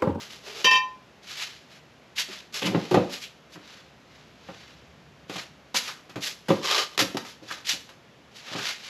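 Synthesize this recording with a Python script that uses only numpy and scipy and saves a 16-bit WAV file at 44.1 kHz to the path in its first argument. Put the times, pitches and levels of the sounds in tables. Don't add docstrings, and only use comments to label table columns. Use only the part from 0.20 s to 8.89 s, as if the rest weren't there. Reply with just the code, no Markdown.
import sys
import numpy as np
from scipy import signal
from scipy.fft import rfft, irfft
from scipy.io import wavfile

SR = 44100
rng = np.random.default_rng(int(sys.argv[2]) if len(sys.argv) > 2 else 0)


def file_out(sig):
    cols = np.atleast_2d(sig).T
    lim = np.clip(cols, -1, 1)
    pcm = np.round(lim * 32767).astype(np.int16)
    wavfile.write(sys.argv[1], SR, pcm)


N = 383216

# frequency [Hz], relative density [dB per Hz].
AIR_SPECTRUM = [(15, -72), (25, -12), (58, -32.5), (128, -5), (171, -5), (200, -3), (305, -6.5), (672, -8),
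                (728, -9.5), (898, -11.5), (2790, -15.5), (6140, -25.5), (9120, -34.5), (11300, -41.5),
                (13500, -46.5)]
AIR_DB = -55
# time [s], level [dB].
HUM_SWELL = [(0, -63.5), (3.3, -65.5), (4.7, -57), (5.7, -63.5), (7.7, -63.5), (8.69, -68)]
# frequency [Hz], relative density [dB per Hz].
HUM_SPECTRUM = [(30, -20), (55, -7), (70, 3), (85, -8), (120, -3), (145, 0), (190, -10), (400, -30), (2000, -60)]

# peak time [s], width at half of peak level [s], peak level [dB], low edge [Hz].
RUBS = [(.02, 0.063, -42, 950), (.12, 0.088, -45.5, 1190), (.275, .11, -41.5, 557), (.38, 0.11, -38.5, 710),
        (2.358, 0.052, -30.5, 1300), (2.462, 0.026, -33.5, 1000), (2.62, 0.31, -43.5, 750),
        (2.932, 0.062, -36, 1490), (3.025, 0.043, -39, 1950), (6.035, 0.045, -30, 1860),
        (6.07, 0.052, -31.5, 1480), (6.33, 0.12, -43.5, 1200), (6.801, 0.04, -23, 1080),
        (6.88, 0.12, -57, 500), (7.08, 0.06, -43.5, 1240)]
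# frequency [Hz], relative density [dB per Hz].
CARDBOARD = [(100, -18), (400, 11), (1100, -4.5), (1600, -1.5), (3000, 1.5), (5000, 0.5), (8000, -5.5),
             (12000, -8.5)]
# frequency [Hz], width [Hz], gain [dB].
SHELL = [(408, 59, 0.5), (1200, 81, 0), (3300, 300, -27)]

# frequency [Hz], relative level [dB], ungripped decay t60 [s].
PIPE_MODES = [(855, -24.5, 1.6), (1024.5, -7.5, .8), (1814.3, -2.5, .46), (1857, -9, .33),
              (2381.5, -5, .45), (2652, -1.5, .4), (2945, -24, .4), (3050, -13, .2), (3100, -1.5, .38),
              (3180, -16, .18), (3795, -11, .4), (4667, -7.5, .27), (4861, -11, .24), (5365, -13, .2),
              (5689, -12, .2), (5975, -13, .2), (6735, -21, .17), (7461, -27, .17), (7975, -27, .15)]
# start [s], ring at 2 kHz [dB], ring tilt [dB per octave], clash level [dB].
CLANKS = [(0.444, -20.5, 1, -15), (.464, -17, -4, -33), (0.51, -17, -3, -23), (0.532, -43, -7, -26),
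          (0.553, -22.5, -2, -28)]
GRIP_S, GRIP_T60_S = .575, .45
# frequency [Hz], relative density [dB per Hz].
CLASH = [(200, -24), (1000, -9.5), (2200, -11), (3100, 3.5), (4200, -12.5), (5600, -10), (7000, -19), (12000, -34.5)]
# frequency [Hz], relative density [dB per Hz].
BUMP = [(50, -45), (150, -10), (400, -10), (540, 3), (700, -25), (3000, -80)]

# peak time [s], width at half of peak level [s], peak level [dB], low edge [Hz].
SCUFFS = [(1.115, 0.09, -39.5, 1600), (1.215, 0.077, -33, 1590), (1.335, 0.13, -50, 1640),
          (1.535, 0.08, -51.5, 1350), (2.002, 0.043, -25.5, 2200), (2.13, 0.12, -42, 1230),
          (3.338, 0.038, -47.5, 1990), (3.51, 0.17, -49.5, 1180), (3.98, 0.19, -58, 890),
          (4.38, 0.32, -51.5, 1140), (5.175, 0.087, -37, 1030), (5.572, 0.028, -19, 2350),
          (5.68, 0.062, -35.5, 1050), (7.325, 0.099, -40, 1210), (7.504, 0.055, -24.5, 2300),
          (8.18, 0.067, -45.5, 2030), (8.36, 0.2, -37.5, 900), (8.47, .1, -30, 1410),
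          (8.675, 0.13, -40.5, 1500)]
# frequency [Hz], relative density [dB per Hz].
GRIT = [(100, 1), (400, 8.5), (1000, 0.5), (2500, 1.5), (4000, 1.5), (6000, -2.5), (8000, -6.5),
        (12000, -10.5)]
# peak time [s], width at half of peak level [s], peak level [dB], centre [Hz].
CHATTER = [(1.98, .015, -31.5, 2380), (2.431, 0.046, -27.5, 2600), (3.028, 0.036, -38, 2820),
           (5.69, 0.01, -34, 1240), (7.305, .017, -33, 1350), (7.449, 0.017, -41, 2760)]
CHATTER_SPREAD = 1.27
SOLE_RISE_SHARE, CARD_RISE_SHARE, CHATTER_RISE_SHARE = .45, .28, .17
STROKE_S, STROKE_HIGH_HZ, HIGH_FOLLOW = .055, 7270, .19
TRAIL_DB, TRAIL_T60_S, TOUCH_RISES = -14, .45, 2.47

# start [s], thud level [dB], click level [dB].
STEPS = [(2.085, -41, -50), (2.895, -60, -42), (3.357, -39, -64), (4.287, -35, -56), (5.096, -32, -35.5),
         (5.158, -35.5, -35), (5.544, -37.5, -23), (5.895, -49, -42), (5.958, -29.5, -37.5),
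         (7.049, -57, -38), (7.309, -49, -33.5), (7.535, -41, -73), (7.691, -66, -44), (8.315, -36.5, -63),
         (8.35, -31.5, -53), (8.384, -34, -32.5)]
# frequency [Hz], relative density [dB per Hz].
THUD = [(30, -22), (70, -21), (130, -1.5), (220, 1), (400, -3.5), (700, -3.5), (1300, -9.5), (3000, -18.5),
        (12000, -51)]
# frequency [Hz], relative density [dB per Hz].
CRACK = [(30, -28), (100, -23.5), (500, 4), (1200, 12), (2000, 8), (3200, 8), (5000, 4), (8000, -3.5),
         (12000, -15.5)]

# start [s], body level [dB], softness corner [Hz], crack level [dB],
# decay t60 of the hollow [s] (the crack and panel ring for a share of it), settling re body [dB].
KNOCKS = [(2.419, -33, 1090, -29.5, 0.51, -1), (2.466, -36.5, 1100, -26, 0.19, -14),
          (2.517, -33.5, 564, -48, 0.14, -28), (2.546, -22.5, 1296, -48, 0.075, -5),
          (2.711, -23, 830, -30, 0.26, -9), (2.742, -18, 1680, -25.5, 0.13, 0),
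          (6.284, -27.5, 1107, -27.5, 0.26, -13.5), (6.302, -18, 1220, -28, 0.092, -18),
          (6.778, -40, 2500, -12, 0.025, -12), (6.791, -31.5, 1618, -15.5, 0.14, 1),
          (6.946, -31, 680, -37, 0.083, -26), (6.970, -63, 493, -21, 0.082, -14),
          (7.222, -50, 717, -68, .16, -23)]
# frequency [Hz], relative density [dB per Hz].
HOLLOW = [(30, -55), (70, -22), (110, -1), (150, -1), (200, 1.5), (280, 1.5), (560, 0.5), (750, -3.5),
          (1000, -4), (1500, -9), (4000, -4.5), (12000, -40)]
SETTLE_S, SETTLE_SOFTNESS, PANEL_PITCH_SHARE = .025, .39, .44

# time [s], level [dB].
DRAG = [(6.41, -50), (6.444, -28), (6.536, -22), (6.596, -23), (6.636, -29.5), (6.688, -54), (6.76, -47)]
DRAG_LOW_HZ, DRAG_HIGH_HZ = 810, 6150
# frequency [Hz], width [Hz], gain [dB].
DRAG_MODES = [(1093, 130, 5.5), (3100, 290, -6), (4100, 180, -8), (5200, 230, -9)]

# frequency [Hz], width [Hz], gain [dB].
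ROOM_MODES = [(119, 34, -1.5), (196.4, 34, 5), (281, 18, -1), (308, 28, -2.5), (352, 48, -3.5),
              (502, 24, -4), (565, 27, -4), (713, 20, -13)]
# frequency [Hz], gain [dB].
PORTS = [(7000, .5), (8300, -5), (8850, -10), (9020, -15), (9250, -8), (10000, -.5), (11800, 8), (13000, 2),
         (13700, -24)]
TOP_HZ = 13700


def undb(db):
    return 10 ** (np.asarray(db) / 20)


def unit(x):
    return x / np.sqrt(np.mean(x ** 2))


def fade(t, t60):
    return np.exp(-np.log(1000) * t / t60)


def colour(x, points):
    hz, db = np.transpose(points)
    size = 4096
    f = np.maximum(np.arange(size // 2 + 1) * SR / size, 1)
    gain = undb(np.interp(np.log(f), np.log(hz), db))
    cepstrum = irfft(np.log(gain))
    cepstrum[1:size // 2] *= 2
    cepstrum[size // 2 + 1:] = 0
    response = irfft(np.exp(rfft(cepstrum)))
    return signal.fftconvolve(x, response)[:len(x)]


def edge(x, hz, kind, order=2):
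    return signal.sosfilt(signal.butter(order, hz, kind, fs=SR, output="sos"), x)


def walk(size, rate):
    knots = np.arange(size) * rate / SR
    return np.interp(knots, np.arange(size // 20), rng.standard_normal(size // 20))


def add(out, s, x):
    i = int(s * SR)
    x, i = x[max(-i, 0):], max(i, 0)
    out[i:i + len(x)] += x[:len(out) - i]


def burst(t, points, t60):
    return unit(colour(rng.standard_normal(len(t)), points)) * fade(t, t60)


def resonate(x, modes):
    ringing = 0
    for hz, width, db in modes:
        b, a = signal.iirpeak(hz, hz / width, fs=SR)
        ringing = ringing + undb(db) * signal.lfilter(b, a, x)
    return x + ringing


def rasp(size, points, low_hz, high_hz, grain_rate, grain_db, judder_db, judder_hz, smooth_db, order=2):
    slips = (rng.random(size) < grain_rate / SR) * rng.standard_normal(size)
    strength_db = grain_db * np.minimum(rng.exponential(size=size), 4)
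    slips = unit(slips * undb(strength_db))
    x = colour(slips + undb(smooth_db) * rng.standard_normal(size), points)
    band = edge(edge(x, low_hz, "high", order), high_hz, "low", order)
    return unit(band) * undb(judder_db * walk(size, judder_hz))


def pressure(length, rise_share):
    t = np.arange(SR) / SR - .5
    rise, fall = length * rise_share, length * (1 - rise_share)
    steepness = np.where(t < 0, np.abs(t / rise) ** 2, np.abs(t / fall) ** 1.6)
    swell = np.exp(-.7 * steepness)
    touch = np.clip(2 * (t / rise + TOUCH_RISES), 0, 1)
    trail = undb(TRAIL_DB) * fade(np.maximum(t, 0), TRAIL_T60_S)
    return touch * np.maximum(swell, trail)


def friction(strokes, points, rise_share, **surface):
    out = np.zeros(N)
    for s, length, db, low_hz in strokes:
        high_hz = STROKE_HIGH_HZ * (STROKE_S / length) ** HIGH_FOLLOW
        hiss = rasp(SR, points, low_hz, high_hz, **surface)
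        add(out, s - .5, undb(db) * pressure(length, rise_share) * hiss)
    return out


def background():
    air = unit(colour(rng.standard_normal(N), AIR_SPECTRUM)) * undb(AIR_DB + .067 * walk(N, 18))
    hum = unit(colour(rng.standard_normal(N), HUM_SPECTRUM))
    swell_db = np.interp(np.arange(N) / SR, *np.transpose(HUM_SWELL))
    return air + hum * undb(swell_db)


def card_rubs():
    return friction(RUBS, CARDBOARD, CARD_RISE_SHARE,
                    grain_rate=1600, grain_db=1, judder_db=1.5, judder_hz=145.8, smooth_db=2)


def pipe(waver_db=3, bump_db=-10, bump_t60=.13):
    out, t = np.zeros(N), np.arange(SR) / SR
    start = CLANKS[0][0]
    build_s, waver_hz, clash_t60 = .003, 55, .13
    held = np.maximum(t + start - GRIP_S, 0)
    for hz, db, t60 in PIPE_MODES:
        energy = 0
        for s, ring_db, tilt_db, _ in CLANKS:
            age = np.maximum(t + start - s, 0)
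            drive = undb(ring_db + tilt_db * np.log2(hz / 2000))
            ring = drive * (1 - np.exp(-age / build_s)) * fade(age, t60)
            energy = energy + ring ** 2
        touch = np.sqrt(hz / 2000)
        waver = undb(db + waver_db * touch * walk(SR, waver_hz))
        size = np.sqrt(energy) * waver * fade(held * touch, GRIP_T60_S)
        add(out, start, size * np.sin(2 * np.pi * (hz * t + rng.random())))
    for s, _, _, clash_db in CLANKS:
        contact = burst(t, CLASH, clash_t60) + undb(bump_db) * burst(t, BUMP, bump_t60)
        add(out, s, undb(clash_db) * contact)
    return out


def sole_scuffs():
    return friction(SCUFFS, GRIT, SOLE_RISE_SHARE,
                    grain_rate=4500, grain_db=1.7, judder_db=2, judder_hz=119.8, smooth_db=.5)


def chatters():
    out = np.zeros(N)
    for s, length, db, hz in CHATTER:
        x = rasp(SR, GRIT, hz / CHATTER_SPREAD, hz * CHATTER_SPREAD, grain_rate=1200, grain_db=2,
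                 judder_db=2, judder_hz=150, smooth_db=-3, order=6)
        add(out, s - .5, undb(db) * pressure(length, CHATTER_RISE_SHARE) * x)
    return out


def steps_and_taps(thud_t60=.13, click_t60=.14):
    out, t = np.zeros(N), np.arange(SR // 3) / SR
    for s, thud_db, click_db in STEPS:
        thud = undb(thud_db) * burst(t, THUD, thud_t60)
        click = undb(click_db) * burst(t, CRACK, click_t60)
        add(out, s, thud + click)
    return out


def carton_blow(t, soft_hz, t60, panel_db=-3, panel_share=.58, flex_s=.0018):
    panel = np.sin(2 * np.pi * PANEL_PITCH_SHARE * soft_hz * t) * fade(t, t60 * panel_share)
    body = edge(undb(panel_db) * panel + burst(t, HOLLOW, t60), soft_hz, "low")
    body = body * (1 - np.exp(-t / flex_s))
    return body / np.std(body[:SR // 40])


def cartons(crack_share=.64):
    out, t = np.zeros(N), np.arange(SR // 2) / SR
    for s, body_db, soft_hz, crack_db, t60, settle_db in KNOCKS:
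        crack = undb(crack_db) * burst(t, CRACK, t60 * crack_share)
        add(out, s, undb(body_db) * carton_blow(t, soft_hz, t60) + crack)
        settling = carton_blow(t, SETTLE_SOFTNESS * soft_hz, t60)
        add(out, s + SETTLE_S, undb(body_db + settle_db) * settling)
    return out


def drag():
    x = rasp(N, CARDBOARD, DRAG_LOW_HZ, DRAG_HIGH_HZ,
             grain_rate=2500, grain_db=-1, judder_db=2, judder_hz=156, smooth_db=-.5)
    db = np.interp(np.arange(N) / SR, *np.transpose(DRAG), left=-np.inf, right=-np.inf)
    return unit(resonate(x, DRAG_MODES)) * undb(db)


def garage(x, wet_db):
    t60_low, t60_high, build_s = .34, .37, .00074
    t = np.arange(SR // 2) / SR
    noise = rng.standard_normal(len(t))
    low = edge(noise, 1600, "low", order=1)
    tail = low * fade(t, t60_low) + (noise - low) * fade(t, t60_high)
    tail = tail * (1 - np.exp(-t / build_s))
    echo = signal.fftconvolve(x, tail / np.linalg.norm(tail))[:N]
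    return (x + undb(wet_db) * echo) / np.hypot(1, undb(wet_db))


def scene():
    air = background()
    card = resonate(card_rubs() + drag(), SHELL)
    clank = garage(pipe(), wet_db=-13)
    rubbing = garage(sole_scuffs() + card + chatters(), wet_db=-11)
    blows = garage(resonate(cartons() + steps_and_taps(), ROOM_MODES), wet_db=-4.5) * undb(-1.5)
    mid = clank + blows + rubbing + air
    side = undb(-9.5) * edge(garage(mid, wet_db=1), 10350, "high", order=6)
    return np.array([mid + side, mid - side])


def record(dry):
    ported = np.array([colour(channel, PORTS) for channel in dry])
    thinned = edge(ported, 59, "high", order=3)
    top_cut = signal.ellip(8, .2, 70, TOP_HZ, fs=SR, output="sos")
    return signal.sosfilt(top_cut, thinned)


dry = scene()
out = record(dry)
file_out(out)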